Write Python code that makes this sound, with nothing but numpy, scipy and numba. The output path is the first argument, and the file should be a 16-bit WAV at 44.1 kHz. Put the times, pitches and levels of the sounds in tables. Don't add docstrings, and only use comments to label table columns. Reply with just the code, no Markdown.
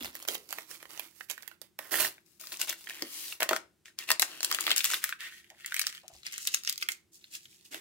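import sys
import numpy as np
from scipy import signal
from scipy.fft import rfft, irfft
from scipy.io import wavfile
from scipy.ndimage import uniform_filter1d
from numba import njit

SR = 44100
rng = np.random.default_rng(int(sys.argv[2]) if len(sys.argv) > 2 else 0)


def dump(signal):
    limited = np.clip(np.atleast_2d(signal).T, -1, 1)
    pcm = np.round(limited * 32767).astype(np.int16)
    wavfile.write(sys.argv[1], SR, pcm)


N = 344024

# f/Hz, level/dB
SHEET_SPECTRUM = [(500, -61), (900, -16), (1300, 2.5), (1900, 5.5), (2800, 5), (4200, 2.5), (5500, -6.5),
                  (9000, -35.5)]
FIBRE_SPECTRUM = [(2000, -18.5), (3600, -2.5), (4800, 3), (7500, 1.5), (10000, 1.5), (12300, 1), (15500, 0)]
CRACK_SPECTRUM = [(2000, -25), (3600, -1), (5000, -1), (7500, -4), (10000, -8.5), (12300, -2.5),
                  (15500, -7.5)]
# t/s, level/dB
HOLLOW_BODY = [(0, -5), (.28, -5.5), (.6, -5.5), (.9, -4), (1.3, -14.5), (1.6, -10), (1.85, -0.5),
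               (2.05, -9), (2.7, -18.5), (3.0, -14.5), (3.3, -27), (3.41, -4), (3.53, -5), (3.85, -28),
               (4.22, -9), (4.45, -17), (4.7, -15), (4.82, -34), (4.94, -17.5), (5.1, -34.5), (6.25, -35.5),
               (6.5, -29.5), (6.7, -39), (6.89, -20.5), (7.35, -51), (7.66, -28), (7.74, -5.5)]
# t/s, level/dB, flap f/Hz, relative crack level/dB
CREASE_SNAPS = [(.046, -31.5, 2750, 0), (0.0562, -37, 4250, -5), (0.153, -38, 1940, 5),
                (.226, -40, 6200, 3), (.2508, -38.5, 2400, -6), (0.286, -23, 3250, 2),
                (0.346, -42, 5940, 12), (.352, -29.5, 3320, -1), (0.4903, -49, 5200, 7),
                (0.5076, -43.5, 6740, 11), (0.5269, -29, 1650, 2.5), (.585, -29.5, 930, -3.5),
                (0.8279, -39, 1900, -3), (0.8544, -43, 1770, -14), (.976, -42.5, 2820, 3),
                (0.9953, -29.5, 2800, 2.5), (1.2075, -31.5, 1680, -12), (1.2991, -32, 2350, 4.5),
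                (1.304, -30, 6720, -7), (1.3117, -28.5, 6550, -1), (1.3783, -36, 1820, -7),
                (1.424, -43, 5400, 2), (1.431, -42, 1850, -4), (1.4774, -38, 1850, 5.5),
                (1.514, -44, 1490, -11), (1.616, -37, 4600, 0.5), (1.7897, -28, 1070, -4.5),
                (1.9411, -24, 2100, -9), (2.0073, -28, 1900, 6.5), (2.0475, -23.5, 1890, -7),
                (2.181, -48.5, 1640, -20), (2.412, -41.5, 6530, 4), (2.438, -45.5, 1280, -7),
                (2.4712, -38.5, 4300, 2.5), (2.5205, -33.5, 3700, -5), (2.571, -44, 7490, 9),
                (2.6149, -26.5, 2840, 9), (2.6935, -33, 3800, 10), (2.697, -24.5, 6140, 0.5),
                (2.7275, -34.5, 1850, 3), (2.8718, -34, 1910, -30), (2.897, -33, 2740, 1.5),
                (2.9062, -34, 1850, -11), (3.0222, -22, 5040, -7.5), (3.3244, -30.5, 2860, -19),
                (3.405, -27.5, 2000, 2.5), (3.4224, -20.5, 1980, -22), (3.4298, -22.5, 2130, 5.5),
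                (3.491, -22, 2980, 4.5), (3.51, -24, 1470, 0), (3.531, -19, 1410, -3),
                (3.563, -25, 1575, 4), (3.8572, -43.5, 2900, 1), (3.988, -31, 5000, 8),
                (4.0898, -26, 2450, -2), (4.1041, -15.5, 960, 2), (4.1157, -14, 4500, 2),
                (4.1964, -24.5, 2260, 13), (4.2206, -23, 6920, 11), (4.226, -17, 930, -4),
                (4.406, -25.5, 4700, -9), (4.4303, -25, 7190, 6), (4.4464, -24, 4460, 9.5),
                (4.514, -21, 1170, 2), (4.526, -18.5, 5770, -23), (4.547, -23.5, 3120, 4.5),
                (4.587, -22, 1250, -16.5), (4.6083, -28.5, 7260, 8), (4.6667, -19, 3700, -5),
                (4.678, -20.5, 1140, -18), (4.695, -22.5, 4570, -15), (4.7057, -19, 3520, -3),
                (4.7152, -13.5, 3530, -6.5), (4.763, -20, 7550, 0), (4.7736, -27.5, 3490, 2),
                (4.7801, -25.5, 5040, 11), (4.806, -22, 2900, -12), (4.8434, -21.5, 3300, 7.5),
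                (4.8525, -18, 7640, -7), (4.8586, -21, 7600, -5), (4.9023, -29.5, 1370, 4),
                (4.9141, -22, 7400, -13), (4.921, -23.5, 7350, -15), (4.9354, -21.5, 1640, -1),
                (4.942, -22, 3480, 1.5), (5.0408, -23, 1730, 7), (5.0921, -32.5, 1550, 5.5),
                (5.1251, -24.5, 1500, -15), (5.206, -36.5, 3470, -0.5), (5.444, -49.5, 2450, -5),
                (5.502, -45, 2610, 3), (5.6462, -34, 2000, -18), (5.661, -29, 7850, 0.5),
                (5.7219, -26.5, 1700, -11), (5.743, -27, 1980, 5.5), (5.765, -26.5, 2200, 3.5),
                (5.7944, -23.5, 2480, 7.5), (5.815, -20.5, 5550, -1.5), (5.868, -19, 5160, -1),
                (5.949, -40.5, 4000, 0), (6.08, -39, 7300, 3), (6.2324, -44.5, 4030, -2),
                (6.2661, -25, 5300, -10), (6.3242, -37, 5700, 4.5), (6.331, -36.5, 2150, 3.5),
                (6.34, -30, 6430, -30.5), (6.3798, -28.5, 8000, 1), (6.4524, -32.5, 7490, -1),
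                (6.4727, -27.5, 5100, 13), (6.476, -26.5, 3470, -3.5), (6.5401, -25.5, 2560, 2),
                (6.5449, -18, 6600, 4), (6.57, -33, 4660, -13), (6.6355, -37, 5070, 3),
                (6.649, -29.5, 5100, -5), (6.6745, -18, 5200, -22), (6.6898, -31.5, 2900, 3),
                (6.6957, -25.5, 4950, 7.5), (6.7261, -31.5, 6800, 5.5), (6.758, -39, 4820, 0),
                (6.7782, -38, 3920, 11), (6.8249, -24, 2600, -7), (6.8283, -22.5, 4800, -17),
                (6.8875, -19.5, 2350, -3.5), (6.9195, -39.5, 7280, 13.5), (7.242, -42, 4300, -9),
                (7.353, -42.5, 6430, 12), (7.4557, -43.5, 3700, -15), (7.7445, -30.5, 2730, -3)]


def snaps(hands_side_db, slip_db=-15, crack_slip_db=-12, sheet_db=-5, thud_hz=680, crease_hz=9500):
    size = 1024
    out, t = np.zeros((2, N + size)), np.arange(size) / SR
    jump = 1. * (t == 0)
    no_bass, only_top = (signal.butter(2, hz, "high", fs=SR) for hz in (290, 11500))
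    edge = unit(signal.filtfilt(*only_top, np.roll(jump, 12)))
    hollow_db, = curves(HOLLOW_BODY)
    for s, db, flap_hz, crack_db in CREASE_SNAPS:
        start = int(s * SR)
        side_db = hands_side_db[start] + 2 * rng.standard_normal()
        push = jump + undb(slip_db) * stereo_noise(size, 0.63) * fade(t, t60=0.016)
        slips = jump + undb(crack_slip_db) * stereo_noise(size, 0.062) * fade(t, t60=0.015)
        sheet = unit(colour(push, SHEET_SPECTRUM))
        flap_drive = colour(push, SHEET_SPECTRUM if flap_hz < 4500 else FIBRE_SPECTRUM)
        flap = unit(resonate(flap_drive, flap_hz, q=4.2)) + undb(sheet_db) * sheet
        crease = resonate(slips, crease_hz * 2 ** rng.uniform(-0.64, 0.74), q=3)
        edge_db = -2 + min(db + crack_db + 16, 0) / 2
        crack = unit(colour(slips + 1.1 * crease, CRACK_SPECTRUM)) + undb(edge_db) * edge
        body = resonate(resonate(push.mean(axis=0), thud_hz, q=0.85), thud_hz, q=0.65)
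        thud = unit(signal.lfilter(*no_bass, body))
        snap = (undb(-1) * flap * pan(side_db / 2)
                + undb(crack_db) * crack * pan(side_db)
                + undb(hollow_db[start] - 1) * thud)
        out[:, start:start + size] += undb(db) * np.sqrt(SR / 1000) * snap
    return out[:, :N]


SLIDING_STROKES = [(0, 0.013, 0.064, -45, 3320, -1), (0.114, 0.11, 1.2, -69, 2900, 7.5),
                   (0.126, 0.017, .09, -54.5, 3020, 2.5), (0.274, 0.0045, .07, -44.5, 2960, 5),
                   (0.485, 0.011, 0.12, -53.5, 2650, 4.5), (0.673, 0.032, 0.046, -53.5, 2400, 8),
                   (0.786, .02, .04, -60.5, 2070, 2), (.89, 0.0067, 0.16, -54.5, 2600, 3.5),
                   (1.097, 0.11, 0.035, -64.5, 2610, 9), (1.283, 0.025, 0.018, -48.5, 2430, 2),
                   (1.36, 0.017, 0.15, -61, 2300, -2.5), (1.613, 0.0073, 0.025, -62.5, 2900, 1),
                   (1.783, 0.0073, .11, -56.5, 1730, 3), (1.907, 0.019, 0.044, -35.5, 1950, 4.5),
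                   (1.969, 0.034, 0.05, -33, 2660, 4.5), (2.246, 0.017, 0.11, -77.5, 2365, 12.5),
                   (2.395, 0.0036, .11, -55.5, 3280, 7.5), (2.514, .01, 0.0099, -41, 3830, 3.5),
                   (2.585, 0.021, 0.028, -40.5, 3700, 5), (2.665, 0.018, 0.032, -39.5, 3300, 1.5),
                   (2.744, 0.06, 0.092, -57.5, 3520, 6.5), (2.882, 0.0081, 0.19, -49.5, 2600, 1),
                   (3.05, .11, 0.17, -46, 3600, 5.5), (3.4, 0.0032, 0.036, -40.5, 1920, 1),
                   (3.485, 0.0061, 0.078, -44, 2130, 2.5), (3.848, 0.013, 0.026, -57.5, 2620, 2),
                   (3.975, 0.03, 0.033, -47, 2470, 1), (4.068, 0.041, 0.0091, -34.5, 2670, 0.5),
                   (4.198, 0.023, 0.0084, -38, 3540, 8), (4.253, 0.043, 0.096, -47.5, 2950, -2),
                   (4.41, 0.033, 0.045, -40.5, 4000, -2), (4.489, .02, 0.059, -40, 2800, 1),
                   (4.583, 0.022, 0.08, -40.5, 3100, 0.5), (4.652, 0.051, 0.027, -31, 3200, -10),
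                   (4.755, 0.015, 0.031, -33.5, 3420, 1.5), (4.823, 0.026, 0.12, -37.5, 3150, 2),
                   (5.007, 0.025, 0.074, -43.5, 2060, 0), (5.185, 0.033, 0.059, -41, 2130, -7.5),
                   (5.292, .03, 0.073, -54, 2290, -1), (5.4, 0.041, 1.3, -67, 2870, -3.5),
                   (5.563, 0.036, 0.062, -56.5, 2450, -3), (5.652, 0.022, 0.3, -49.5, 2320, -1.5),
                   (5.751, 0.04, 0.028, -38.5, 2980, -5), (5.833, 0.046, .012, -41.5, 3800, -2),
                   (5.918, 0.015, 0.018, -72, 3600, -4), (6.103, 0.038, .06, -59, 4350, 0),
                   (6.24, 0.023, 0.011, -40, 3460, -6), (6.295, .03, 0.082, -49, 2800, 1.5),
                   (6.393, 0.027, 0.045, -56, 3370, 15), (6.462, 0.0076, 0.0034, -33.5, 3860, -4.5),
                   (6.447, .1, 0.343, -58, 3700, -9), (6.503, 0.021, 0.053, -44, 3970, 1.5),
                   (6.649, .04, 0.011, -33.5, 4200, -7), (6.792, 0.022, 0.0055, -42.5, 3900, -2),
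                   (6.894, 0.0072, 0.021, -47.5, 2630, 3.5), (7.115, 0.031, 0.022, -67.5, 4600, 14),
                   (7.15, 0.083, 0.4, -63.5, 4300, -1.5), (7.306, 0.046, 0.0049, -45.5, 3700, 3.5),
                   (7.404, 0.029, .02, -62.5, 3620, 4), (7.473, 0.041, 0.039, -63, 3940, 2),
                   (7.638, 0.018, 0.0078, -57.5, 4030, 3), (7.705, 0.017, 0.048, -46, 2600, -1.5)]


def hand_effort(sag_db=2, release_t60=0.16, creep_db=-18.5, creep_t60=0.38):
    t = np.arange(N) / SR
    power, hiss, pitch = np.full(N, 1e-12), np.full(N, 1e-12), np.full(N, 3e-9)
    for start, swell, hold, db, hz, hiss_db in SLIDING_STROKES:
        span = slice(int(start * SR), int((start + 1) * SR))
        age = t[span] - start
        rise = np.clip(age / swell, 0, 1)
        slack = np.clip((age - swell) / hold, 0, 1)
        after = np.maximum(age - swell - hold, 0)
        release = fade(after, release_t60) ** 2 + (undb(creep_db) * fade(after, creep_t60)) ** 2
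        stroke_power = (undb(db - sag_db * slack) * rise) ** 2 * release
        power[span] += stroke_power
        hiss[span] += stroke_power * undb(hiss_db) ** 2
        pitch[span] += stroke_power * hz
    return 10 * np.log10(power), 10 * np.log10(hiss / power), pitch / power


# f/Hz, level/dB
FLEX_SPECTRUM = [(40, -41.5), (130, -12), (240, -9), (330, 4.5), (450, -4.5), (650, -5.5), (1000, -0.5),
                 (1400, -0.5), (2500, -37.5)]


def rustle(effort, crackly, side_db, pops_per_s=700, spread_db=4.5, sheet_db=-2.5):
    db, hiss_db, sheet_hz = effort
    sizes = undb(spread_db * np.minimum(rng.exponential(size=N), 3.3))
    impulses = sizes * (rng.random(N) < pops_per_s / SR)
    pop_decay = fade(np.arange(SR // 100) / SR, t60=0.0017)
    pops = signal.fftconvolve(impulses ** 2, pop_decay)[:N].clip(0)
    pops /= uniform_filter1d(pops, SR // 20) + 1e-9
    drive = undb(db) * np.sqrt(1 - crackly + crackly * pops)
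    ringing = np.array([free_sheet(port, sheet_hz) for port in drive * stereo_noise(N, 0.45)])
    sheet = colour(ringing, SHEET_SPECTRUM) * pan(side_db / 4 + 1.3)
    fibres = colour(drive * undb(hiss_db) * stereo_noise(N, 0.16), FIBRE_SPECTRUM) * pan(side_db)
    flex_db = 0.68 * curves(HOLLOW_BODY)[0] - 2
    flex = colour(drive * undb(flex_db) * stereo_noise(N, 0.72), FLEX_SPECTRUM)
    return undb(sheet_db) * sheet + fibres + flex


def free_sheet(x, hz):
    ringing = sweep(sweep(x, hz, q=0.83), hz, q=0.34)
    return ringing * np.sqrt(np.tan(np.pi * hz / SR))


def ticks(effort, crackly, side_db, full_rate_per_s=140, tick_db=-5, spread_db=3):
    db, _, sheet_hz = effort
    size, candidates = 512, 1500
    out, jump = np.zeros((2, N + size)), 1. * (np.arange(size) == 0)
    for when, chance, pitch, strength, side in rng.random((candidates, 5)):
        i = int(when * N)
        if chance * candidates < full_rate_per_s * crackly[i] * N / SR:
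            hz = sheet_hz[i] * 2 ** (1.6 * pitch - 0.75)
            level_db = db[i] + tick_db + spread_db * min(-np.log(strength), 3)
            flap = unit(resonate(resonate(jump, hz, q=5), hz, q=0.99))
            placement = pan(side_db[i] / 2 + 14 * (side - .5))
            out[:, i:i + size] += undb(level_db) * np.sqrt(SR / 250) * flap * placement
    return out[:, :N]


def folded_layers(x, hz=7000, start_s=3.5, end_s=7.6):
    gain = undb(-2) * np.interp(np.arange(N) / SR, [start_s, end_s], [0, 1])
    return (x + gain * resonate(x, hz, q=2.34)) / (1 + gain / 4)


def cupped_palms(x, echo=0.44, delay_range_ms=(0.39, 1.465), moves_per_s=7):
    clock, hold = np.arange(N), int(SR / moves_per_s)
    out = []
    for port in x:
        steps_ms = np.repeat(rng.uniform(*delay_range_ms, N // hold + 1), hold)[:N]
        delay_ms = uniform_filter1d(steps_ms, hold // 3)
        back = np.interp(clock - delay_ms * SR / 1000, clock, port)
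        out.append(port + echo * resonate(back, hz=2400, q=0.24))
    return np.array(out)


def facing_microphone(x, top_db, lag_ms):
    top = signal.sosfiltfilt(signal.butter(3, 10300, "high", fs=SR, output="sos"), x)
    left, right = x + (undb(top_db) - 1) * top
    clock = np.arange(N)
    late_left = np.interp(clock - np.round(lag_ms * SR / 1000), clock, left)
    return np.array([late_left, right])


# f/Hz, relative level/dB, t60/s
BOWL_MODES = [(336, -8.5, 0.29), (594, -3, 0.1), (635, 4.5, 0.11), (690, -11.5, 0.22), (1066, -2, 0.061),
              (1492, -3, 0.058), (1850, 0, 0.036), (1980, -16.5, 0.22), (2740, -4, 0.059),
              (3300, -14.5, 0.1)]


def bowl(x, gain_db=5):
    modes = (undb(db) * resonate(x, hz, q=np.pi * hz * t60 / np.log(1000)) for hz, db, t60 in BOWL_MODES)
    return undb(gain_db) * sum(modes)


# t/s, f/Hz, level/dB, t60/s
THUMPS_AND_BOWL_KNOCKS = [(.004, 265, -44.5, 0.29), (.02, 72.5, -44, 0.19), (.045, 179, -54, 0.091),
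                          (.286, 406, -42.5, 0.4), (1.998, 85.4, -50, 0.2), (2.049, 133, -48, 0.11),
                          (3.02, 329, -36.5, 0.15), (3.023, 490, -42, 0.045), (3.508, 359, -26, 0.088),
                          (3.509, 641, -25.5, 0.13), (5.503, 697, -57.5, 0.24), (6.032, 740, -51.5, 0.13),
                          (6.1, 683, -54, 0.14), (6.126, 71, -49.5, 0.14), (6.148, 810, -56.5, .08),
                          (7.456, 107.8, -55.5, 0.12), (7.708, 303, -52, 0.11), (7.742, 327, -46, 0.14)]


def thumps_and_bowl_knocks():
    out, t = np.zeros((2, N + SR // 2)), np.arange(SR // 2) / SR
    for s, hz, db, t60 in THUMPS_AND_BOWL_KNOCKS:
        rattle = resonate(resonate(stereo_noise(len(t), 0.91), hz, q=1.8), hz, q=1.8)
        ring = 0.44 * np.sin(2 * np.pi * hz * t) + 0.72 * rattle / rattle.std()
        envelope = fade(t, t60) * (1 - np.exp(-t * hz))
        start = int(s * SR)
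        out[:, start:start + len(t)] += undb(db) * ring * envelope
    return out[:, :N]


# f/Hz, t60/s, level/dB
ECHO_BANDS = [(200, 0.41, -11), (554, 0.27, -9), (1400, 0.23, -12), (3700, 0.27, -17), (8000, 0.16, -13),
              (14000, 0.035, -12.5)]


def kitchen_echo(x, early_db=-13, build_s=0.0066, echoes_per_s=1200):
    t = np.arange(SR // 2) / SR
    centres, t60s, dbs = np.transpose(ECHO_BANDS)
    hz = np.fft.rfftfreq(len(t), 1 / SR) + 1
    spectrum = rfft(stereo_noise(len(t), 0))
    spectrum += (spectrum[0] - spectrum) * np.exp(-(hz / 600) ** 2)
    onset = np.clip(t / build_s - .5, 0, 1)
    tail = 0
    for weights, t60, db in zip(np.eye(len(centres)), t60s, dbs):
        band = irfft(spectrum * np.interp(np.log(hz), np.log(centres), weights), len(t))
        tail = tail + undb(db) * band * unit(fade(t, t60) * onset)
    reflections = stereo_noise(len(t), 0.1) * (rng.random(len(t)) < echoes_per_s / SR)
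    early = unit(reflections * (t > .002) * fade(t, t60=0.036))
    return signal.fftconvolve(x, tail + undb(early_db) * early, axes=1)[:, :N]


# f/Hz, relative level/dB
AIR_SPECTRUM = [(25, -39), (65, -0.5), (130, 1), (210, 4.5), (260, -7.5), (340, 6.5), (480, -12.5),
                (900, -15.5), (2500, -18), (8000, -19), (15500, -24.5)]


def room_tone(level_db=-72):
    return undb(level_db) * colour(stereo_noise(N, 0.68), AIR_SPECTRUM)


def undb(db):
    return 10 ** (np.asarray(db) / 20)


def curves(table):
    s, *columns = np.transpose(table)
    return [np.interp(np.arange(N) / SR, s, column) for column in columns]


def unit(x):
    return x / np.sqrt(np.mean(np.sum(x ** 2, axis=-1)) + 1e-20)


def colour(x, points, size=2048):
    hz, db = np.transpose(points)
    log_hz = np.log(np.fft.rfftfreq(size, 1 / SR) + 1)
    log_gain = np.log(undb(np.interp(log_hz, np.log(hz), db)))
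    cepstrum = irfft(log_gain)[:size // 2]
    cepstrum[1:] *= 2
    response = unit(irfft(np.exp(rfft(cepstrum, size))))
    return signal.fftconvolve(x, response[None], axes=1)[:, :x.shape[1]]


def resonate(x, hz, q):
    return signal.lfilter(*signal.iirpeak(min(hz, SR / 3), max(q, .7), fs=SR), x)


@njit
def sweep(x, hz, q):
    out, band_state, low_state = np.empty(len(x)), 0., 0.
    for i in range(len(x)):
        g = np.tan(np.pi * hz[i] / SR)
        band = (band_state + g * (x[i] - low_state)) / (1 + g * (g + 1 / q))
        band_state = 2 * band - band_state
        low_state += 2 * g * band
        out[i] = band / np.sqrt(g * q)
    return out


def fade(t, t60):
    return np.exp(-np.log(1000) * t / t60)


def stereo_noise(size, correlation):
    noise = rng.standard_normal((3, size))
    return np.sqrt(correlation) * noise[0] + np.sqrt(1 - correlation) * noise[1:]


def pan(db):
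    gains = undb(np.array([db, -db]) / 2).reshape(2, -1)
    return gains / np.sqrt(np.mean(gains ** 2, axis=0))


# t/s, treble left minus right/dB,
# left port lag/ms, top octave level/dB, crackly share of the rustle/0-1, bowl coupling/dB
HAND_MOVES = [(0, -4.5, 0.24, 5, 0.94, -17), (.7, -13.5, 0.11, 1.5, 0.51, -20),
              (1.5, -23, 0.13, 5.5, 0.37, -19.5), (2.0, -12, 0.017, 6.5, 0.5, -1),
              (2.2, 8.5, 0.13, 0.5, 0.5, -16), (2.5, 2.5, 0.059, 1, 0.32, 1),
              (2.95, 2, -0.07, -0.5, 0.75, -8), (3.2, 3, -0.1, 1, 0.1, -24), (3.42, 0, 0.092, 0.5, 0.34, 0),
              (3.6, 3, 0.026, -10, 0.2, -4), (4.1, 2, -0.079, -4, 0.49, -3.5),
              (4.7, 5, -0.12, 0, 0.53, -26), (5.2, -1.5, 0.078, -0.5, 0.03, -5),
              (5.8, 1, 0.086, -1, 0.93, -7), (6.45, 2, 0.28, -5.5, 0.4, -40),
              (6.85, -1, 0.33, 0.5, 0.56, -29.5), (7.3, 0.5, 0.24, -3, 0.4, -38),
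              (7.75, -3.5, 0.37, 1, 0.4, -26)]


def scene():
    side_db, lag_ms, top_db, crackly, bowl_db = curves(HAND_MOVES)
    effort = hand_effort()
    paper = snaps(side_db)
    paper += folded_layers(rustle(effort, crackly, side_db))
    paper += ticks(effort, crackly, side_db)
    paper = facing_microphone(cupped_palms(paper), top_db, lag_ms)
    near = paper + bowl(paper.mean(axis=0) * undb(bowl_db)) + thumps_and_bowl_knocks()
    return near + kitchen_echo(near) + room_tone()


def record(dry):
    return signal.sosfilt(signal.ellip(8, .2, 70, 15700, fs=SR, output="sos"), dry)


dry = scene()
out = record(dry)
dump(out)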